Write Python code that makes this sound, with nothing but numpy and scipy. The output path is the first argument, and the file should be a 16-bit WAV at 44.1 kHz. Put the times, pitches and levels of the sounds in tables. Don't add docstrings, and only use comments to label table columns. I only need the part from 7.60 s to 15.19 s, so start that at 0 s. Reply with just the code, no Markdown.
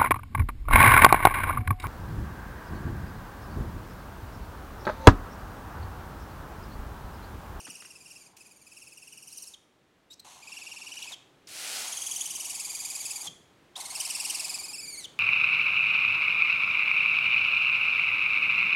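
import sys
import numpy as np
from scipy import signal
from scipy.fft import rfft, irfft, next_fast_len
from scipy.io import wavfile
from scipy.ndimage import uniform_filter1d

SR = 44100
rng = np.random.default_rng(int(sys.argv[2]) if len(sys.argv) > 2 else 0)


def dump(signal):
    limited = np.clip(np.atleast_2d(signal).T, -1, 1)
    pcm = np.round(limited * 32767).astype(np.int16)
    wavfile.write(sys.argv[1], SR, pcm)


N = 334719
TIME = np.arange(N) / SR


def from_db(db):
    return 10 ** (np.asarray(db) / 20)


def blend(a, b, share):
    return a + (b - a) * share


def rms_one(x):
    return x / np.sqrt(np.mean(x ** 2) + 1e-20)


def curves(rows, t):
    s, *columns = np.transpose(rows)
    return [np.interp(t, s, column) for column in columns]


def colour(x, points):
    hz, db = np.transpose(points)
    size = next_fast_len(len(x) + 2048)
    bins_hz = np.maximum(np.fft.rfftfreq(size, 1 / SR), 1)
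    gain = from_db(np.interp(np.log(bins_hz), np.log(hz), db))
    return irfft(rfft(x, size) * gain, size)[:len(x)]


def band(x, centre_hz, ratio, order=2):
    ratio = max(ratio, 1.05)
    edges_hz = [centre_hz / ratio, min(centre_hz * ratio, .45 * SR)]
    return signal.sosfilt(signal.butter(order, edges_hz, "band", fs=SR, output="sos"), x)


def wander(t, per_s):
    steps = (t - t[0]) * per_s
    return rms_one(np.interp(steps, np.arange(len(t)), rng.standard_normal(len(t))))


def gate(t, edge_s):
    to_edge_s = np.minimum(t - t[0], t[-1] - t)
    return np.sin(np.pi / 2 * np.clip(to_edge_s / edge_s, 0, 1)) ** 2


# (time [s], level [dB])
AIR_LEVEL = [(0, -61.5), (1, -65.3), (2.2, -66.3), (3.8, -62), (6.1, -61), (7.59, -57.5)]
# (frequency [Hz], relative level [dB])
AIR_TONE = [(25, -16), (60, -7.5), (130, -1.5), (230, -2.5), (320, 0), (550, -6), (1000, -9), (2000, -13),
            (3500, -16), (5000, -22.5), (8000, -26.5), (15500, -36)]


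def air():
    rush = rms_one(colour(rng.standard_normal(N), AIR_TONE))
    return from_db(curves(AIR_LEVEL, TIME)[0]) * rush


def syrinx(t, pitch_hz, rough, overtone_db, fundamental_db=0, jitter=.075, shimmer_db=12.0):
    cycles = np.cumsum(pitch_hz * (1 + jitter * rough * wander(t, 1900))) / SR
    puffs = from_db(fundamental_db) * np.cos(2 * np.pi * cycles)
    for k in range(2, 9):
        low_enough = k * pitch_hz < .42 * SR
        puffs = puffs + from_db(overtone_db * (k - 1)) * low_enough * np.cos(2 * np.pi * k * cycles)
    chance = rng.uniform(-1, 1, len(t))[np.round(cycles).astype(int)]
    return puffs * from_db(shimmer_db * rough * (chance - 0.55))


TRILL_STOP_S = .04


def trill(t, first_s, per_s, drift_per_s, half_width_s, slow_fall, lock_before, lock_after=1.87):
    turns = per_s * (t - first_s) + drift_per_s * (t - first_s) ** 2 / 2
    last_turn = np.interp(t[-1] - TRILL_STOP_S, t, turns)
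    crests_s = np.interp(np.arange(last_turn), turns, t)
    nearest = np.clip(np.round(turns), 0, len(crests_s) - 1).astype(int)
    since = (t - crests_s[:, None]) / half_width_s
    rising = since < 0
    lift = np.exp(-.5 * np.where(rising, since, since / slow_fall) ** 2).max(axis=0)
    distance = np.where(rising, (since / lock_before) ** 4, np.abs(since / lock_after) ** 3)
    lock = np.exp(-.5 * distance).max(axis=0)
    return lift, lock, nearest


SURGE_PITCH_SPREAD, SURGE_SPREAD_DB = .025, 0.82
RATTLE_ROUGH, CLEAR_ROUGH = .97, .47
CREST_SHARE, FEEBLE_SHARE = .145, .35
FEEBLE_LIFT_HZ = 250
TROUGH_SHARE = .88
HANG_ABOVE_HZ, HANG_PER_HZ = 2950, .003
THIN_AT_S, THIN_OVER_S = 1.568, 0.24
WIDEN_AT_S, WIDEN_OVER_S, CLEAR_WIDENING = 6.88, .24, 2.2
CLEAR_AT_S, CLEAR_OVER_S = 7.11, .07
CLEAR_OVERTONE_DB, CLEAR_CHIRP_DB = -1.5, -1.5
THROAT_EDGE_DB, THROAT_EDGE_S = 5.5, 0.1
# (time of first surge [s], surges per second [1/s], change of that rate [1/s per s])
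TRILL_CLOCKS = [(.003, 19.57, 0), (.812, 19.15, 1.06), (2.831, 21.03, -3.15), (4.281, 21.3, -1.62),
                (6.209, 20.13, .4)]


def screech(number, effort, throat, rest_hz, half_width_s, lock_before, chirp_db, low_db,
            overtone_db, pure_db, fundamental_db, thin_db=0, air_db=-0.5):
    inside = (TIME >= effort[0][0]) & (TIME <= effort[-1][0])
    t, out = TIME[inside], np.zeros(N)
    force_db, top_hz = curves(effort, t)
    clear = np.clip((t - CLEAR_AT_S) / CLEAR_OVER_S, 0, 1)
    widen = np.clip((t - WIDEN_AT_S) / WIDEN_OVER_S, 0, 1)
    thin = np.clip((t - THIN_AT_S) / THIN_OVER_S, 0, 1)

    width_s = half_width_s * blend(1, CLEAR_WIDENING, widen)
    slow_fall = 1 + HANG_PER_HZ * np.maximum(top_hz - HANG_ABOVE_HZ, 0)
    lift, lock, nearest = trill(t, *TRILL_CLOCKS[number - 1], width_s, slow_fall, lock_before)
    vigour = rng.standard_normal(nearest[-1] + 1)[nearest]

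    trough_hz = np.minimum(rest_hz, TROUGH_SHARE * top_hz)
    crest_hz = top_hz * (1 + SURGE_PITCH_SPREAD * vigour)
    pitch_hz = blend(trough_hz, crest_hz, lift) * (1 + .015 * wander(t, 70))

    feeble = np.exp(-np.maximum(top_hz - rest_hz, 0) / FEEBLE_LIFT_HZ) * (1 - clear)
    locked_share = blend(CREST_SHARE, FEEBLE_SHARE, feeble)
    rough = blend(RATTLE_ROUGH, CLEAR_ROUGH, clear) * blend(locked_share, 1, (1 - lock) ** 1.7)

    slope_db = overtone_db + blend(pure_db * lock, CLEAR_OVERTONE_DB, clear)
    puffs = syrinx(t, pitch_hz, rough, slope_db, fundamental_db + thin_db * thin)
    breath = from_db(air_db) * rough * rng.standard_normal(len(t))
    voice = colour(rms_one(puffs) + breath, throat)
    voice = voice / np.sqrt(uniform_filter1d(voice ** 2, size=900) + 1e-12)
    chirp_gain_db = chirp_db + CLEAR_CHIRP_DB * clear + SURGE_SPREAD_DB * vigour
    voice = voice * from_db(force_db + lock * chirp_gain_db)

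    edge = np.exp(-np.minimum(t - t[0], t[-1] - t) / THROAT_EDGE_S)
    low = rms_one(band(rng.standard_normal(len(t)), 890, 1.25) * (1 - 0.86 * lock))
    low = low * from_db(low_db + THROAT_EDGE_DB * edge)
    out[inside] = (voice + low * (1 - clear)) * gate(t, 0.0023)
    return out


# (frequency [Hz], relative level [dB])
SOFT_TONE = [(1000, -58), (1700, -31), (2120, -16.5), (2600, -0.5), (2910, -4), (3160, -5.5), (3500, -16.5),
             (5710, -1.5), (6440, 0.5), (8040, -8.5), (8740, 1.5), (9580, -6), (11200, -4.5), (13000, -24),
             (15500, -22)]
# (time [s], level of the rattle [dB], top pitch of the surges [Hz])
FIRST_EFFORT = [(0, -53, 2940), (.1, -50.5, 2950), (.3, -56.5, 2797), (.41, -58.5, 2540), (.5, -53.5, 3016),
                (.66, -58.5, 2460), (.765, -82, 2400)]


def first_screech():
    return screech(1, FIRST_EFFORT, SOFT_TONE, rest_hz=2285, half_width_s=.0052, lock_before=1.07,
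                   chirp_db=8.6, low_db=-73.5, overtone_db=-0.4, pure_db=-1.15, fundamental_db=-2.5)


# (time [s], starting level [dB], centre frequency [Hz], time to fall 60 dB [s])
WOOD_TAPS = [(.068, -45.5, 1080, 0.066), (.076, -43.5, 2410, .03), (.085, -47, 950, 0.026),
             (0.079, -49, 193, 0.15), (.222, -42, 1770, 0.032), (.248, -45.5, 1690, .03),
             (3.51, -47, 1200, 0.063), (5.645, -55, 400, 0.31), (5.665, -50.5, 130, 0.3)]


def taps():
    out, t = np.zeros(N), np.arange(SR // 2) / SR
    for s, db, centre_hz, t60_s in WOOD_TAPS:
        knock = rms_one(band(rng.standard_normal(len(t)), centre_hz, 1.57))
        start = int(s * SR)
        out[start:start + len(t)] += knock * from_db(db - 60 * t / t60_s)
    return out


# (time [s], length [s], first pitch [Hz],
# last pitch [Hz], level [dB], step per overtone [dB], roughness [0-1])
SQUEAK_GLIDES = [(0.764, 0.014, 2690, 2380, -54, -1, .95), (1.693, 0.052, 3700, 5200, -61, -4, 0.42),
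                 (1.778, 0.015, 5900, 3300, -55, -7, .2), (1.797, 0.023, 3700, 5300, -61, -2, .3),
                 (1.831, .02, 5250, 3700, -56, -5, 0.54), (1.856, .022, 3700, 4900, -61, -1, .3),
                 (1.934, 0.019, 4180, 2890, -48, -10, 0.35), (2.499, 0.038, 3660, 3990, -51, -8.5, 0.25),
                 (2.525, 0.024, 4370, 6440, -54, -16, 0.9), (2.593, 0.015, 4140, 4010, -49, -6.5, 0.4),
                 (3.421, 0.013, 2880, 4570, -44, -5.5, 0), (3.44, .012, 3900, 2500, -45, -7, .3),
                 (3.514, 0.038, 3980, 2930, -42.5, -10, 0.35), (3.87, 0.0089, 6290, 4350, -48.5, -21, 0.4),
                 (5.666, 0.025, 3690, 3030, -38.5, -13, 0.32), (6.153, 0.022, 3020, 4340, -39.5, -21, 0.33),
                 (7.437, 0.026, 4050, 2790, -40, -9, 0.29)]


def squeaks():
    out = np.zeros(N)
    for s, length_s, first_hz, last_hz, db, overtone_db, rough in SQUEAK_GLIDES:
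        t = np.arange(int(length_s * SR)) / SR
        tone = syrinx(t, np.geomspace(first_hz, last_hz, len(t)), rough, overtone_db)
        tone = tone + rough * band(rng.standard_normal(len(t)), 5700, 1.32)
        start = int(s * SR)
        out[start:start + len(t)] += from_db(db) * rms_one(tone * gate(t, length_s / 3))
    return out


# (time [s], level of the rattle [dB], top pitch of the surges [Hz])
SECOND_EFFORT = [(.765, -57.5, 2700), (.98, -64, 2480), (1.11, -60, 2617), (1.19, -55, 3003),
                 (1.33, -58.5, 2648), (1.48, -57, 2856), (1.66, -56.5, 2906), (1.78, -50, 2997),
                 (1.94, -56, 2544)]


def second_screech():
    return screech(2, SECOND_EFFORT, SOFT_TONE, rest_hz=2215, half_width_s=.0057, lock_before=1.0,
                   chirp_db=9.0, low_db=-79, overtone_db=0.0, pure_db=0.25, fundamental_db=1.5,
                   thin_db=-15.5)


# (frequency [Hz], relative level [dB])
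FIRM_TONE = [(1000, -29), (1700, -12.5), (2050, -19), (2460, -8), (2780, -5), (3660, -9), (4050, -11),
             (5160, -12.5), (5500, -7.5), (6440, -7), (8660, -11.5), (10000, -15), (11000, -10.5),
             (13000, -28), (15500, -31)]
# (time [s], level of the rattle [dB], top pitch of the surges [Hz])
THIRD_EFFORT = [(2.645, -54.5, 2400), (2.72, -52.5, 2405), (2.82, -57.5, 2416), (2.93, -49, 2800),
                (3.27, -49.5, 2838), (3.38, -46.5, 3040), (3.53, -47.5, 2577)]


def third_screech():
    return screech(3, THIRD_EFFORT, FIRM_TONE, rest_hz=2225, half_width_s=.0058, lock_before=1.49,
                   chirp_db=8.0, low_db=-62.0, overtone_db=-0.54, pure_db=-2.0, fundamental_db=-.5)


HISS_START_S, HISS_RELEASE_S, HISS_DB = 3.869, 4.207, -34.5
HISS_SWELL_DB, HISS_SWELL_S, HISS_FADE_DB_PER_S = 17.5, 0.098, 66.0
# (frequency [Hz], relative level [dB])
HISS_TONE = [(150, -50), (250, -15), (434, -13), (635, -7.5), (852, -7), (978, -14), (1410, -4.5),
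             (1590, -8), (2400, -3), (3890, -4), (4240, -2), (6210, -4), (9890, -5), (15500, -21.5)]


def hiss(flutter_db=1.0, attack_s=0.0088):
    rush = rng.standard_normal(N) * from_db(flutter_db * wander(TIME, 500))
    age_s = np.maximum(TIME - HISS_START_S, 0)
    swell_db = HISS_SWELL_DB * np.exp(-age_s / HISS_SWELL_S)
    fade_db = HISS_FADE_DB_PER_S * np.maximum(TIME - HISS_RELEASE_S, 0)
    level = from_db(HISS_DB - swell_db - fade_db)
    return rms_one(colour(rush, HISS_TONE)) * level * np.minimum(age_s / attack_s, 1)


# (frequency [Hz], relative level [dB])
LOUD_TONE = [(1000, -45), (1700, -17), (2420, -9.5), (2930, -8), (3280, -5), (3600, -6.5), (4290, -13.5),
             (4660, -6), (5250, -10.5), (6560, -0.5), (7750, -4.5), (8900, -5), (11300, -6.5), (12800, -22),
             (15500, -27)]
# (time [s], level of the rattle [dB], top pitch of the surges [Hz])
FOURTH_EFFORT = [(4.24, -44, 3650), (4.33, -41.5, 3400), (4.55, -37.5, 3300), (4.72, -41, 3140),
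                 (4.87, -40, 3050), (4.96, -40.5, 2622), (5.52, -40, 2540), (5.62, -43.5, 2430),
                 (5.675, -38.5, 2407)]


def fourth_screech():
    return screech(4, FOURTH_EFFORT, LOUD_TONE, rest_hz=2196, half_width_s=.0039, lock_before=1.71,
                   chirp_db=8.5, low_db=-58.5, overtone_db=0.16, pure_db=-0.77, fundamental_db=-4.0)


# (frequency [Hz], relative level [dB])
WIDE_TONE = [(1000, -30), (1700, -11), (1860, -11.5), (2200, -7.5), (2550, -4), (2850, -3.5), (3190, -4),
             (3700, -5.5), (4290, -5.5), (4830, -2), (6320, -5.5), (7190, -3), (8820, -1.5), (11500, -10.5),
             (15500, -28.5)]
# (time [s], level of the rattle [dB], top pitch of the surges [Hz])
FIFTH_EFFORT = [(6.162, -44, 2200), (6.28, -45.5, 2120), (6.4, -38.5, 3000), (6.56, -39, 2780),
                (6.7, -37.5, 2994), (6.92, -40, 2600), (7.09, -48, 2570), (7.22, -45.5, 2713),
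                (7.445, -48, 2165)]


def fifth_screech():
    return screech(5, FIFTH_EFFORT, WIDE_TONE, rest_hz=2200, half_width_s=.0042, lock_before=1.43,
                   chirp_db=9.5, low_db=-55.0, overtone_db=0.37, pure_db=-0.7, fundamental_db=-4.0)


GARDEN_T60_S, GARDEN_DB = 0.52, -11.5


def garden(x, onset_s=0.0036):
    t = np.arange(SR) / SR
    tail = rng.standard_normal(SR) * from_db(-60 * t / GARDEN_T60_S) * (1 - np.exp(-t / onset_s))
    tail = colour(tail / np.linalg.norm(tail), [(500, 2.5), (3500, 1.5), (7000, -1), (14000, -6.0)])
    return from_db(GARDEN_DB) * signal.fftconvolve(x, tail)[:N]


def scene():
    owls = first_screech() + second_screech() + third_screech() + fourth_screech() + fifth_screech()
    near = owls + taps() + squeaks() + hiss()
    return np.tile(near + garden(near) + air(), (2, 1))


CUTOFF_HZ = 15900


def record(dry):
    return signal.sosfilt(signal.ellip(12, .1, 80, CUTOFF_HZ, fs=SR, output="sos"), dry)


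dry = scene()
out = record(dry)
dump(out)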